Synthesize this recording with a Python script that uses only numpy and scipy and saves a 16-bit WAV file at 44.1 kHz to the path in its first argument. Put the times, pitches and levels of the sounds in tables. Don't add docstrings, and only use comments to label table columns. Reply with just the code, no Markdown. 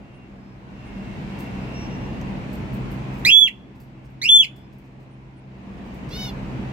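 import sys
import numpy as np
from scipy import signal
from scipy.fft import rfft, irfft
from scipy.io import wavfile
from scipy.ndimage import uniform_filter1d, minimum_filter1d

SR = 44100
rng = np.random.default_rng(int(sys.argv[2]) if len(sys.argv) > 2 else 0)


def digitize_waveform(pressure):
    field = np.atleast_2d(pressure).T
    bounded = np.clip(field, -1, 1)
    quanta = np.round(bounded * 32767).astype(np.int16)
    wavfile.write(sys.argv[1], SR, quanta)


def invert_db(x):
    u = np.asarray(x, float) / 20
    return 10 ** u


N = 296352

# frequency in Hz, level in dB per Hz.
ROOM_TONE_DB = [(160, -33), (280, 0.5), (326, -1.5), (490, -7), (670, -7.5), (990, -9.5), (1250, -16),
                (2600, -17), (3390, -26), (5250, -34), (8100, -41), (8700, -48.5), (11500, -54.5),
                (15800, -68)]
# frequency in Hz, level in dB per Hz.
RUMBLE_DB = [(18, -45.5), (30, -27), (40, 1), (55, 2), (78, -13.5), (98, 0.5), (150, 2), (172, -3),
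             (220, 2.5), (280, -10), (400, -52.5)]
# frequency in Hz, correlation from -1 to 1.
LIKENESS = [(60, 0.87), (150, 0.82), (380, 0.81), (950, -0.097), (2380, -0.08), (5980, 0.05),
            (15000, -0.56)]
# time in seconds, shaft speed in Hz, load from -1 to 1.
MOTOR_RUN = [(0, 64.75, -0.35), (.7, 65.11, 0.34), (1.2, 64.68, -0.75), (1.8, 63.38, 0.38),
             (2.4, 64.29, -.2), (3.1, 64.5, 0.49), (4.4, 64.9, .7), (5, 65.56, 1.), (5.5, 64.66, 0.85),
             (5.85, 64.96, -.8), (6.3, 64.97, 0.23), (6.72, 64.64, .6)]
# idle level in dB, change in dB per unit load.
SHAFT_ORDERS_DB = [(-1.5, 1.5), (1.5, 10), (4.2, -1.2), (-3, 2.5), (-6.5, 2.5), (-15, 2)]
# start in seconds, gain drop in dB.
GAIN_TRIPS = [
    (-.64, -12.3),
    (3.275, -13.7),
    (4.2, -14.5),
]
# start in seconds, length in seconds, pitch in Hz, level in dB.
FAR_SQUEAKS = [(.0, .31, 2775, -64), (.13, .06, 8800, -74), (.34, .24, 5260, -76), (.52, .6, 4130, -77),
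               (0.625, .46, 5230, -76), (.845, .06, 8650, -66), (.85, .13, 2170, -55),
               (1.0, .18, 2170, -57), (.66, .6, 2730, -60), (1.6, .72, 2785, -55), (1.42, .12, 2150, -59),
               (2.3, .1, 3660, -63), (1.28, .24, 2730, -53), (1.26, .7, 2715, -57), (1.554, .22, 4988, -67),
               (1.725, .17, 5585, -52), (1.89, .09, 5580, -58), (1.98, .1, 5570, -61),
               (1.78, .15, 11136, -80), (1.75, .25, 2262, -61), (1.7, .31, 3650, -68),
               (4.545, .14, 5100, -75), (5.1, .055, 8700, -71), (5.362, .043, 8670, -72)]
# start in seconds, peak in dB, lower band in relative dB, left-right in dB.
FOOTSTEPS = [(1.3871, -45.5, -5.5, -2.5), (2.2754, -65.5, 4, 2.5), (2.5249, -46.5, -11.5, -1),
             (2.7297, -47, -18, 0), (2.9052, -50, -11, -7), (3.1325, -57, -4, -5.5),
             (3.1782, -52.5, -9, -6.5), (3.7519, -68.5, 0, -8.5), (3.7985, -54, -9, -5.5),
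             (4.0396, -65.5, 1, 3), (4.1001, -68.5, -9.5, -8), (4.557, -59, -9, -14),
             (4.7252, -68.5, 0.5, 2), (4.781, -66, -10, 0), (4.8403, -69, -1, -8.5),
             (4.9994, -71.5, 0.5, -14.5), (5.7685, -74, 6, -9), (5.8494, -65, -5, -11.5),
             (5.9383, -56.5, -15, -1), (6.0877, -57.5, 6, -9.5)]
# frequency in Hz, level in dB per Hz.
WIRE_DB = [(4710, -31), (8000, -5), (10200, -12.5), (11400, -3.5), (14000, -2), (14500, -6.5), (15700, -4)]
# frequency in Hz, level in dB per Hz.
LOW_WIRE_DB = [(2500, -21), (4500, 3.5), (7000, -4.5), (9000, -6.5), (11000, -34)]
# start in seconds, peak in dB, centre in Hz.
CLAW_TICKS = [
    (2.2143, -33.5, 6125),
    (2.2756, -48, 4920),
    (2.3864, -57, 4110),
]
# time in seconds, pitch in Hz, effort in dB.
FIRST_WHISTLE = [
    (3.249, 1760, -23.5),
    (3.266, 2328, -16),
    (3.298, 2660, -12.5),
    (3.309, 3196, -12.5),
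    (3.33, 3360, -12),
    (3.402, 3448, -11),
    (3.44, 3368, -15.5),
    (3.468, 3190, -20),
    (3.491, 1650, -31),
]
# time in seconds, pitch in Hz, effort in dB.
SECOND_WHISTLE = [
    (4.215, 1870, -37.5),
    (4.25, 2530, -21.5),
    (4.284, 2896, -23),
    (4.291, 3390, -11.5),
    (4.312, 3464, -9.5),
    (4.365, 3492, -9.5),
    (4.408, 3373, -12.5),
    (4.425, 3082, -18.5),
    (4.457, 1882, -35.5),
]
# pitch in Hz, level in dB.
SECOND_HARMONIC_DB = [(1800, 9), (2400, -6), (2800, -20), (3300, -26), (3480, -23)]
THIRD_HARMONIC_DB = [(1800, -7), (2400, -16), (2800, -29.5), (3300, -33), (3480, -27)]
# frequency in Hz, level in dB.
UPPER_COLOUR_DB = [(5000, 1), (7000, 0.5), (8500, -5), (9500, -10), (11500, -2.5), (13000, -9.5),
                   (15500, -7.5)]
# frequency in Hz, level in dB.
CHIRP_THROAT_DB = [(740, -25), (1500, -17), (2200, -12.5), (3000, -4), (3700, -1.5), (5200, -8.5),
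                   (6000, -11.5), (7500, -26), (9000, -33), (10400, -30), (11800, -18), (12800, -22),
                   (15000, -31.5)]
# delay in seconds, share of the direct sound.
NEAR_ECHOES = [
    [(.0011, 0.16), (.0021, .3), (.0047, -.25), (.0083, 0.24)],
    [(.0008, -0.028), (.0016, -.3), (.0039, 0.076), (.0072, -0.26)],
]
# frequency in Hz, t60 in seconds.
WALL_T60_S = [(1500, .5), (2400, 0.35), (3400, 0.58), (7000, 0.4), (14000, 0.73)]
# frequency in Hz, level in dB.
SCATTER_DB = [(1500, -5.5), (2400, 5.5), (3000, 3), (3500, -6), (7000, -1), (14000, 2.5)]


def evened(x):
    return x / np.sqrt(np.mean(x ** 2) + 1e-20)


def read(points, hz):
    f, value = np.transpose(points)
    return np.interp(np.log(hz + 1), np.log(f + 1), value)


def add(mix, start_s, sound, pan_db=0., lag=0):
    for side, shift, gain in ((0, lag, 0.39), (1, 0, -0.34)):
        part = mix[side, round(start_s * SR) + shift:][:len(sound)]
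        part += (sound * invert_db(gain * np.asarray(pan_db) / 2))[:len(part)]


def highpass_or_low(x, hz, kind):
    return signal.sosfilt(signal.butter(2, hz, kind, fs=SR, output="sos"), x)


def wander(count, hz):
    return evened(highpass_or_low(rng.standard_normal(count + SR), hz, "low")[SR:])


def wavering(count, hz, width_hz, swing_db):
    pitch_hz = hz + width_hz * wander(count, 10. + width_hz)
    level = np.sqrt(2) * invert_db(swing_db * wander(count, 5.4))
    return level * np.sin(2 * np.pi * np.cumsum(pitch_hz) / SR)


def coloured(x, points):
    gain = invert_db(read(points, np.fft.rfftfreq(len(x), 1 / SR)))
    return evened(irfft(rfft(x) * gain, len(x)))


def room_tone():
    frames, hz = N // 2048 + 5, np.fft.rfftfreq(8192, 1 / SR)
    a, b, c, d, patches = rng.standard_normal((frames, 4097, 5)).T
    patches = uniform_filter1d(patches, size=60, axis=0)
    patches = evened(uniform_filter1d(patches, size=2, axis=1))
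    same = np.clip(read(LIKENESS, hz), -1, 1)[:, None]
    left = a + 1j * b
    right = same * left + np.sqrt(1 - same ** 2) * (c + 1j * d)
    level = np.hypot(invert_db(read(ROOM_TONE_DB, hz)), invert_db(read(RUMBLE_DB, hz) + 4.5))
    spectrum = np.array([left, right]) * level[:, None] * invert_db(1.1 * patches)
    return evened(signal.istft(spectrum, nperseg=8192, noverlap=6144)[1][:, :N])


def passing_hiss(tone):
    swell_s, width_s, peak_db, above_hz = 1.3, .85, -1.5, 1500.
    swell = invert_db(peak_db) * np.exp(-((np.arange(N) / SR - swell_s) / width_s) ** 2)
    return swell * highpass_or_low(tone[:, ::-1], above_hz, "high")


def motor():
    s, *columns = np.transpose(MOTOR_RUN)
    hz, load = (np.interp(np.arange(N) / SR, s, c) for c in columns)
    return sum(invert_db(idle_db + per_load_db * load - 11.0) * wavering(N, k * hz, .18 * k, 2.5)
               for k, (idle_db, per_load_db) in enumerate(SHAFT_ORDERS_DB, 1))


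def gain_control_db():
    open_db, overshoot_db = -38.6, -2.5
    clamp_s, settle_s, hold_s, recover_s = 0.055, .2, 1.27, .38
    s, drop_db = np.transpose(GAIN_TRIPS)[:, :, None]
    since_s = np.arange(N) / SR - s
    held_db = drop_db + overshoot_db * np.exp(-abs(since_s) / settle_s)
    held_db = held_db * np.clip(since_s / clamp_s, 0, 1)
    recovery = np.exp(-np.maximum(since_s - hold_s, 0) / recover_s)
    return open_db + (held_db * recovery).min(0)


def squeaks():
    out = np.zeros((2, N))
    for start_s, length_s, hz, db in FAR_SQUEAKS:
        width_hz = 180. if length_s < .07 else 12.
        count = int(length_s * SR)
        arch_hz = hz * (1 - .008 * np.linspace(-1, 1, count) ** 2)
        squeak = invert_db(db) * wavering(count, arch_hz, width_hz, 2.2)
        add(out, start_s, squeak * signal.windows.tukey(count, .45), lag=3)
    return out


def feet():
    rattle_t60_s, tick_decay_s = .165, .0003
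    out, t = np.zeros((2, N)), np.arange(6000) / SR
    for start_s, db, low_db, pan_db in FOOTSTEPS:
        grain = rng.standard_normal((len(t), 3))
        rattle = coloured(grain[:, 0], WIRE_DB)
        rattle = rattle + invert_db(low_db + 2.0) * coloured(grain[:, 1], LOW_WIRE_DB)
        bars_db = list(zip(np.arange(2000, 17000, 700), 2.1 * grain[:22, 2]))
        rattle = np.std(rattle) * coloured(rattle, bars_db)
        lumps = invert_db(3. * evened(uniform_filter1d(grain[:, 2], size=120)))
        decay = invert_db(db - 7.0 - 60 * (t / rattle_t60_s) ** 1.3)
        add(out, start_s, decay * rattle * lumps * np.minimum(t / .002, 1), pan_db)
    for start_s, db, hz in CLAW_TICKS:
        ring = np.sin(2 * np.pi * hz * t) + 0.28 * np.sin(2 * np.pi * 2.1 * hz * t)
        add(out, start_s, invert_db(db) * np.exp(-t / tick_decay_s) * ring)
    return out


def whistle(rows, warble_hz, start_turn, fall_db, even_db, bright_db, shut_db, top_pan_db, glide_pan_db):
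    warble_depth, jitter, release_s = .035, .014, .012
    s, *columns = np.transpose(rows)
    t = np.arange(s[0], s[-1], 1 / SR)
    hz, first_db = (np.interp(t, s, c) for c in columns)
    second_db = first_db + read(SECOND_HARMONIC_DB, hz) + .6 * bright_db
    third_db = first_db + read(THIRD_HARMONIC_DB, hz) + bright_db
    gliding = np.clip((1 - hz / hz.max()) / .06 - .6, 0, 1)
    closing_db = shut_db * gliding * (t > t[hz.argmax()])
    warble = np.sin(2 * np.pi * (warble_hz * (t - s[0]) + start_turn))
    rough = gliding * (warble_depth * warble + jitter * wander(len(t), 270.))
    hz = hz * (1 + rough + 0.0018 * wander(len(t), 200.))
    phase = 2 * np.pi * np.cumsum(hz) / SR
    tone = invert_db(first_db) * np.sin(phase)
    tone += invert_db(second_db + 1.1 * closing_db) * np.sin(2 * phase)
    for k in range(3, 9):
        db = third_db + .55 * closing_db - fall_db * (k - 3) + even_db * (k % 2 == 0)
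        tone += invert_db(db + read(UPPER_COLOUR_DB, k * hz)) * (k * hz < 15800) * np.sin(k * phase)
    tone *= invert_db(1.3 * gliding * wander(len(t), 150.)) * np.minimum((s[-1] - t) / release_s, 1)
    pan_db = top_pan_db + (glide_pan_db - top_pan_db) * gliding
    return s[0], np.sqrt(2) * tone * signal.windows.tukey(len(t), .02), pan_db


def chirp():
    start_s, length_s, pitch_hz, peak_db, pan_db = 6.1, .21, 746, -35, -4
    sag, fade_db, peak_at, flatness = .15, -16, .53, 2.8
    t = np.arange(0, length_s, 1 / SR)
    slack = abs(t / length_s / peak_at - 1) ** flatness
    hz, effort_db = pitch_hz * (1 - sag * slack), peak_db + fade_db * slack
    turns = np.cumsum(hz * (1 + 0.0072 * wander(len(t), 120.))) / SR
    pulses = np.zeros(len(t))
    for k in range(1, 22):
        level = invert_db(2.5 * wander(len(t), 25.))
        pulses += level * np.cos(2 * np.pi * (k * turns + .4 * rng.random()))
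    air = (0.49 + np.exp(-(turns % 1) / 0.89)) * rng.standard_normal(len(t))
    voice = coloured(evened(pulses) + (.06 + .3 * slack) * air, CHIRP_THROAT_DB)
    return start_s, invert_db(effort_db) * voice * signal.windows.tukey(len(t), .1), pan_db


def walls(x, near_db, wet_db):
    taps = np.zeros((2, SR))
    at = np.arange(100, SR - 20, 20) + rng.integers(0, 20, (2, (SR - 101) // 20))
    np.put_along_axis(taps, at, rng.choice([-1., 1.], at.shape), 1)
    hz, t, z = signal.stft(taps, SR, nperseg=256)
    z = z * invert_db(-60 * t / read(WALL_T60_S, hz)[:, None])
    tail = signal.istft(z, SR, nperseg=256)[1][:, :SR]
    near = taps * invert_db(-60 * np.arange(SR) / SR / 0.12)
    room = invert_db(wet_db) * tail / np.linalg.norm(tail[0])
    room = room + invert_db(near_db) * near / np.linalg.norm(near[0])
    room = irfft(rfft(room) * invert_db(read(SCATTER_DB, np.fft.rfftfreq(SR, 1 / SR))), SR)[:, :SR // 2]
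    room[:, 0] = 1
    for side, echoes in enumerate(NEAR_ECHOES):
        for delay_s, share in echoes:
            room[side, round(delay_s * SR)] += share
    return signal.fftconvolve(x, room, axes=1)[:, :N]


def scene():
    tone = room_tone()
    background = invert_db(gain_control_db() + 7.) * (tone + passing_hiss(tone) + motor())
    bird = np.zeros((2, N))
    add(bird, *whistle(FIRST_WHISTLE, warble_hz=76., start_turn=.9, fall_db=1.5, even_db=1.2, bright_db=-1.5,
                       shut_db=-12.5, top_pan_db=-12., glide_pan_db=-11.5), lag=3)
    add(bird, *whistle(SECOND_WHISTLE, warble_hz=86., start_turn=.75, fall_db=3., even_db=-9., bright_db=3.5,
                       shut_db=-4.5, top_pan_db=1.5, glide_pan_db=-9.5), lag=3)
    add(bird, *chirp(), lag=2)
    return walls(bird, -7.0, -29.0) + walls(feet(), -7.5, -25.5) + squeaks() + background


def roll_off(x):
    return signal.sosfilt(signal.butter(12, 15830, fs=SR, output="sos"), x)


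def record(dry):
    peak = -minimum_filter1d(-abs(dry).max(0), size=400)
    level = uniform_filter1d(peak, size=200)
    return roll_off(dry * np.minimum(1, 0.81 / level))


dry = scene()
out = record(dry)
digitize_waveform(out)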